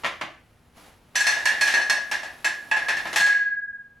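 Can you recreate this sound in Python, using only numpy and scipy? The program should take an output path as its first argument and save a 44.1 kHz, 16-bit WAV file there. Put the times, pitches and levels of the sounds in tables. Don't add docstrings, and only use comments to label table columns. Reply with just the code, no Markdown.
import sys
import numpy as np
from scipy import signal
from scipy.io import wavfile
from scipy.ndimage import uniform_filter1d, minimum_filter1d

SR = 44100
rng = np.random.default_rng(int(sys.argv[2]) if len(sys.argv) > 2 else 0)


def pcm_store(signal):
    levels = np.round(np.clip(np.atleast_2d(signal), -1, 1) * 32767)
    wavfile.write(sys.argv[1], SR, levels.astype(np.int16).T)


N = 176400
BLOW_S, BAND_EDGE_HZ = .7, 18150
BASS_SHELF_HZ, TREBLE_SHELF_HZ = (700, 1520), (2200, 6700)

# t/s, level/dB, bass/dB, treble/dB, rattle decay/s, hook ring/dB,
# contact place (0 tip, 1 bend, 2 and up shank)
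CLANK_HITS = [(1.1542, -21.5, -5.5, 6.5, 0.13, -4, 0.3), (1.205, -25.5, 0.5, 7.5, .04, 4, 1.37),
              (1.267, -16.5, 0, 4, 0.049, 1.5, 0.96), (1.36, -32, 8.5, -36, 0.035, -14, 1),
              (1.455, -15.5, -2, 1.5, 0.049, -1, 1), (1.513, -30, 11, -43, 0.013, 3, 1),
              (1.610, -19.5, 3, 5.5, 0.086, 2.5, 1.1), (1.675, -19, -1.5, 4, 0.039, -18, .9),
              (1.738, -20.5, 5.5, -2.5, 0.054, 6.5, 0.65), (1.775, -25.5, 6, -2, 0.023, 2, 1),
              (1.812, -36, 3, 4, 0.014, 10.5, 1), (1.897, -18, 4.5, 4.5, 0.011, 5, 1),
              (1.968, -33.5, 12.5, 0, 0.0067, 9, 1), (2.113, -24.5, 2, 1.5, .013, -6.5, 1.3),
              (2.231, -36, 8, 1, 0.012, -6, 1.2), (2.262, -46, 4, -11, 0.0057, -17, 2.4),
              (2.4446, -24, 2, 2.5, 0.0063, 2, 1.73), (2.7127, -19.5, 1.5, -7.5, 0.022, 1.5, 3.4),
              (2.764, -23, 5.5, -3.5, 0.016, -4, 1.9), (2.884, -22, 0.5, -3, 0.0066, -3.5, 1.8),
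              (2.968, -28.5, 4, -0.5, 0.0066, -11, 2), (3.069, -36, -3, -0.5, 0.041, -9, 0.95),
              (3.159, -17, -1.5, 5.5, 0.063, -19.5, 2.5), (3.204, -23, -4, 2.5, 0.038, -13, 1),
              (3.262, -20, -2, 0, 0.029, -23, 1.4)]


def clanks(modes):
    frame, hook = np.zeros((2, 2, N))
    eq = upright_eq()
    next_times = [hit[0] for hit in CLANK_HITS[1:]] + [N / SR]
    for (at_s, db, bass_db, treble_db, rattle_s, ring_db, place), next_s in zip(CLANK_HITS, next_times):
        add(frame, at_s, frame_blow(modes, eq, db, bass_db, treble_db, rattle_s))
        add(hook, at_s, hook_ring(db + ring_db, treble_db, rattle_s, place, next_s - at_s))
    return frame, hook


# f/Hz, level/dB
CLANK_EQ = [(40, -33.5), (180, -33.5), (320, -20), (450, -25), (620, -12.5), (860, -8), (1050, -12.5),
            (1350, -14), (1560, -8), (1680, 7.5), (1830, -1), (2080, -10), (2600, -7.5), (3100, -16.5),
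            (4300, -15.5), (4800, -19), (5400, -15.5), (6600, -20.5), (8200, -23.5), (9200, -32),
            (10600, -26), (12200, -31.5), (13500, -48), (18000, -49)]
TUBE_PEAKS_HZ = [3466, 4370, 5375, 6230, 7240, 8310]


def upright_eq(peak_db=2.5, valley_db=-1.5, width_hz=208):
    hz = np.linspace(0, SR / 2, 441)
    peaks = np.exp(-((hz[:, None] - np.array(TUBE_PEAKS_HZ)) / width_hz) ** 2).max(axis=1)
    valleys = (1 - peaks) * ((hz > min(TUBE_PEAKS_HZ)) & (hz < max(TUBE_PEAKS_HZ)))
    return np.column_stack([hz, at_hz(CLANK_EQ, hz) + peak_db * peaks + valley_db * valleys])


# f/Hz, level/dB struck at tip, at bend, at shank, t60/s
HOOK_MODES = [(873, -28.5, -19.5, -4, .28), (1673, -0.5, 3, 0, 0.63), (1617, -10, -23, -10, .25),
              (1830, -11, -5.5, -7, .28), (1910, -11, -10.5, -10, .25), (1840, -5, -13.5, -17.5, .25),
              (2225, -20, -15.5, -19.5, 0.28), (2587, -3, -9, -2, .2), (2680, -9, -15.5, -5, .3),
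              (3450, -19.5, -22.5, -16.5, .2), (4313, -8, -6.5, -16.5, 0.21),
              (4760, -14, -28.5, -26.5, 0.15), (5260, -17, -13.5, -29.5, 0.17),
              (5496, -35.5, -23, -22, .35), (6010, -8, -18.5, -25.5, 0.32), (6052, -4, -17, -26, .35),
              (6220, -23, -22, -18.5, 0.22), (7200, -11, -27, -28.5, .35), (7420, -22, -23, -16, 0.25),
              (7900, -14, -30, -31, .3), (8760, -26, -24.5, -22.5, .3), (10080, -20.5, -22, -18, 0.18)]


def hook_ring(db, treble_db, rattle_s, place, until_s, rise_s=.003, rub_db=-1.5, rub_s=.065, cut_s=.02):
    t = np.arange(0, BLOW_S, 1 / SR)
    hz, *place_db, t60 = np.transpose(HOOK_MODES)
    place_weights = np.maximum(1 - abs(np.arange(3) - np.clip(place, 0, 2)), 0)
    mode_db = place_weights @ np.array(place_db)
    detune, scatter, *phases = rng.standard_normal((4, len(hz)))
    shelf_db = at_hz(list(zip(TREBLE_SHELF_HZ, (0, treble_db))), hz)
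    gain = amp(db + mode_db + 1.5 * scatter + shelf_db)
    waves = np.exp(np.outer(2j * np.pi * hz * (1 + .0015 * detune) - np.log(1000) / t60, t))
    ring = ((gain * np.exp(2j * np.pi * np.array(phases))) @ waves).imag
    ring = chatter(ring * (1 - np.exp(-t / rise_s)), rattle_s, rebound_db=-17)
    rub_loss = amp(rub_db * (np.minimum(t / rub_s, 1) - .5))
    cut = np.exp(-np.maximum(t - until_s, 0) / cut_s)
    return ring * rub_loss * cut


def chatter(hit, rattle_s, rebound_db, rate_hz=170, count=40):
    size = hit.shape[1]
    delay_s = np.cumsum(rng.uniform(.2, 1.8, count)) / rate_hz
    strength = amp(rebound_db) * rng.uniform(.5, 1.5, count) * np.exp(-delay_s / rattle_s)
    contacts = np.zeros(size)
    contacts[np.minimum(delay_s * SR, size - 1).astype(int)] = strength
    contacts[0] = 1
    return signal.fftconvolve(hit, contacts[None], axes=1)[:, :size]


# level/dB, t60/s
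BEATING_PAIR = [(4, 0.93), (-10.5, 1.7)]
# f/Hz, level/dB, t60/s
FREE_MODES = [(1530, -40, 2.2), (1685, -9, 0.53), (1728, -19, 0.37), (1650, -22.5, 0.54),
              (1700, -17.5, 1.2), (2000, -15, 0.71), (2100, -25.5, 0.59), (2202, -31, 0.74),
              (4295, -11, 0.39), (5740, -22.5, 0.18), (6368, -16.5, 0.27), (7230, -14, .3),
              (8400, -16.5, 0.23)]


def free_hook(at_s=3.196, main_hz=1655, beat_hz=18, rise_s=.075, damp_at_s=3.79, damp_s=.11, damp_db=-10):
    t, out = np.arange(SR) / SR, np.zeros((2, N))
    modes = [(main_hz, *BEATING_PAIR[0]), (main_hz - beat_hz, *BEATING_PAIR[1])] + FREE_MODES
    ring = sum(amp(db) * np.exp((2j * np.pi * hz - np.log(1000) / t60) * t) for hz, db, t60 in modes)
    mid_side = np.array([ring.imag, ring.real - .2 * ring.imag])
    swell = np.minimum(t / rise_s, 1)
    damping = amp(damp_db * np.clip((t + at_s - damp_at_s) / damp_s, 0, 1))
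    add(out, at_s, amp(-7) * mid_side * swell * damping)
    return out


# f/Hz, t60/s
FRAME_DECAY = [(200, 0.29), (900, 0.22), (1800, 0.36), (5000, 0.24), (9000, 0.19), (16000, .14)]


def frame_modes(count=900):
    t = np.arange(0, BLOW_S, 1 / SR, dtype=np.float32)
    rank = (np.arange(count) + rng.random(count)) / count
    hz = 60 + (BAND_EDGE_HZ - 60) * rank ** 2
    t60 = at_hz(FRAME_DECAY, hz) * np.exp(.095 * rng.standard_normal(count))
    omega, decay, weight = np.float32([2 * np.pi * hz, np.log(1000) / t60, np.sqrt(rank)])[:, :, None]
    return weight * np.exp(-decay * t) * np.sin(omega * t)


def frame_blow(modes, eq, db, bass_db, treble_db, rattle_s, fade_s=np.inf, crack_s=.002, rise_s=.0012):
    count, size = modes.shape
    t, onset = np.arange(size) / SR, SR // 32
    ring = np.float32(rng.choice([-1, 1], (2, count)) * rng.uniform(.5, 1, (2, count))) @ modes
    ring /= ring[:, :onset].std()
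    crack_gain = amp(-4) * np.sqrt(2 * onset / SR / crack_s)
    crack = crack_gain * np.exp(-t / crack_s) * rng.standard_normal((2, size))
    envelope = (1 - np.exp(-t / rise_s)) * np.exp(-t / fade_s)
    hit = chatter((ring + crack) * envelope, rattle_s, rebound_db=-11)
    bass = list(zip(BASS_SHELF_HZ, (bass_db, 0)))
    treble = list(zip(TREBLE_SHELF_HZ, (0, treble_db)))
    hit = equalise(hit, eq, bass, treble)
    return amp(db) * hit / hit[:, :onset].std(axis=1, keepdims=True)


# t/s, level/dB, bass/dB, treble/dB, rattle decay/s
KNOCK_HITS = [(.035, -35, 5.5, -5, 0.0036), (0.0447, -25, -3.5, -7.5, 0.0069), (.059, -33.5, -4, 5, 0.012),
              (0.2113, -30, 0, -3, 0.0027), (.232, -60, 0, -2, .02), (1.147, -47, 2, -6.5, .005),
              (3.054, -34, 5.5, -2, 0.033), (3.129, -32, 1, 9.5, 0.09)]
# f/Hz, level/dB
KNOCK_EQ = [(40, -20.5), (150, -15.5), (320, -8.5), (480, -9.5), (620, -0.5), (1100, -1), (1500, -2.5),
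            (2100, -2.5), (3000, -6.5), (4200, -13.5), (7000, -20.5), (9200, -31.5), (10700, -25.5),
            (13500, -42.5), (18000, -45.5)]


def frame_knocks(modes):
    out = np.zeros((2, N))
    for at_s, *knock in KNOCK_HITS:
        add(out, at_s, frame_blow(modes, KNOCK_EQ, *knock, fade_s=.045))
    return out


# t/s, level/dB
THUD_HITS = [(.228, -46), (3.053, -45), (3.191, -41)]
# f/Hz, level/dB, t60/s
BASE_MODES = [(138, -3.5, .3), (176.4, -2.5, 0.26), (220, 2, 0.14), (326, -1.5, 0.52)]


def base_thuds(rise_s=.011):
    t, out = np.arange(0, BLOW_S, 1 / SR), np.zeros((2, N))
    for at_s, db in THUD_HITS:
        ring = sum(amp(mode_db - 60 * t / t60) * sine_pair(hz, t) for hz, mode_db, t60 in BASE_MODES)
        add(out, at_s, amp(db) * ring * np.minimum(t / rise_s, 1))
    return out


# t/s, level/dB
SLIDE_LEVEL = [(0, -51), (.3, -68), (.73, -67), (.78, -51), (.88, -52), (1.0, -64.5), (1.13, -63),
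               (1.5, -43.5), (2.37, -52), (2.65, -50.5), (3.12, -46.5), (3.3, -71), (3.6, -80.5)]
# f/Hz, level/dB
SLIDE_EQ = [(60, -2), (300, 4), (480, 2.5), (750, 5), (1300, 0.5), (2600, -2), (5000, -8.5), (8000, -12.5),
            (9300, -16.5), (10500, -6), (12000, -12.5), (13500, -19), (18000, -29)]


def carriage_slide(grain_db=.8):
    grain = amp(grain_db * unit_rms(uniform_filter1d(rng.standard_normal(N), size=300)))
    friction = equalise(rng.standard_normal((2, N)) * grain, SLIDE_EQ)
    return gain_curve(SLIDE_LEVEL) * unit_rms(friction)


# t/s, level/dB
RUMBLE_LEVEL = [(0, -61), (.7, -59), (1.1, -58.5), (2.0, -63), (3.1, -58), (3.4, -64), (3.6, -64.5),
                (4, -61.5)]
# f/Hz, level/dB
RUMBLE_EQ = [(15, -11.5), (35, -3.5), (75, 1), (130, -2.5), (280, -10.5), (450, -14), (1500, -19.5),
             (6000, -34.5), (17000, -41)]
# f/Hz, level/dB
HUM_TONES = [(75.4, -79.5), (242, -70.5), (479, -80)]


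def background():
    t = np.arange(N) / SR
    hum = sum(amp(db) * np.sqrt(2) * sine_pair(hz, t) for hz, db in HUM_TONES)
    rumble = unit_rms(equalise(rng.standard_normal((2, N)), RUMBLE_EQ))
    return gain_curve(RUMBLE_LEVEL) * rumble + hum


# f/Hz, t60/s
GARAGE_DECAY = [(100, 0.92), (400, 0.37), (1000, 0.4), (2700, 0.41), (7000, .35), (10000, 0.28),
                (15000, 0.28)]


def garage(x, predelay_s=.0023):
    hz, t, spectrum = signal.stft(rng.standard_normal((2, SR * 3 // 4)), SR, nperseg=256)
    decay = np.exp(-np.log(1000) * t / at_hz(GARAGE_DECAY, hz)[:, None])
    tail = signal.istft(spectrum * decay, SR, nperseg=256)[1]
    tail *= np.arange(tail.shape[1]) / SR > predelay_s
    return signal.fftconvolve(x, tail / np.linalg.norm(tail[0]), axes=1)[:, :N]


def amp(db):
    return 10 ** (np.asarray(db) / 20)


def unit_rms(x):
    return x / np.sqrt(np.mean(x ** 2) + 1e-20)


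def sine_pair(hz, t):
    return np.sin(2 * np.pi * (hz * t + rng.random((2, 1))))


def at_hz(table, hz):
    table_hz, value = np.transpose(table)
    return np.interp(np.log(hz + 1), np.log(table_hz + 1), value)


def gain_curve(table):
    return amp(np.interp(np.arange(N) / SR, *np.transpose(table)))


def add(mix, at_s, sound):
    part = mix[:, round(at_s * SR):][:, :sound.shape[-1]]
    part += sound[..., :part.shape[1]]


def equalise(x, *tables, size=4096):
    hz = abs(np.fft.fftfreq(size, 1 / SR))
    log_gain = np.log(amp(sum(at_hz(table, hz) for table in tables)))
    taps = np.fft.ifft(np.exp(np.conj(signal.hilbert(log_gain)))).real[:size // 2]
    return signal.fftconvolve(x, taps[None], axes=1)[:, :x.shape[1]]


# f/Hz, level/dB
SIDE_EQ = [(40, -13.5), (130, -18.5), (300, -11), (1200, -9), (3000, -11), (9000, -11), (12000, -23),
           (18000, -25)]


def scene():
    modes = frame_modes()
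    knocks = frame_knocks(modes)
    frame, hook = clanks(modes)
    room = garage(amp(-4.5) * knocks + amp(-5.5) * frame + amp(-15.5) * hook)
    mid, side = frame + hook + free_hook() + knocks + base_thuds() + carriage_slide() + background() + room
    side = equalise(side[None], SIDE_EQ)[0]
    return np.array([mid + side, mid - side])


def record(dry, threshold_db=-18, slope=.69, release_db_per_s=37):
    power_db = 10 * np.log10(abs(uniform_filter1d((dry ** 2).mean(0), size=200)) + 1e-12)
    release_db = np.arange(N) * release_db_per_s / SR
    held_db = np.maximum.accumulate(power_db + release_db) - release_db
    over_db = np.maximum(held_db - threshold_db, 0)
    peak_over_db = -minimum_filter1d(-over_db, size=100)
    limited = dry / amp(slope * uniform_filter1d(peak_over_db, size=100))
    lowpass = signal.firwin(511, BAND_EDGE_HZ, window=("kaiser", 9), fs=SR)
    return signal.oaconvolve(limited, lowpass[None], "same")


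dry = scene()
out = record(dry)
pcm_store(out)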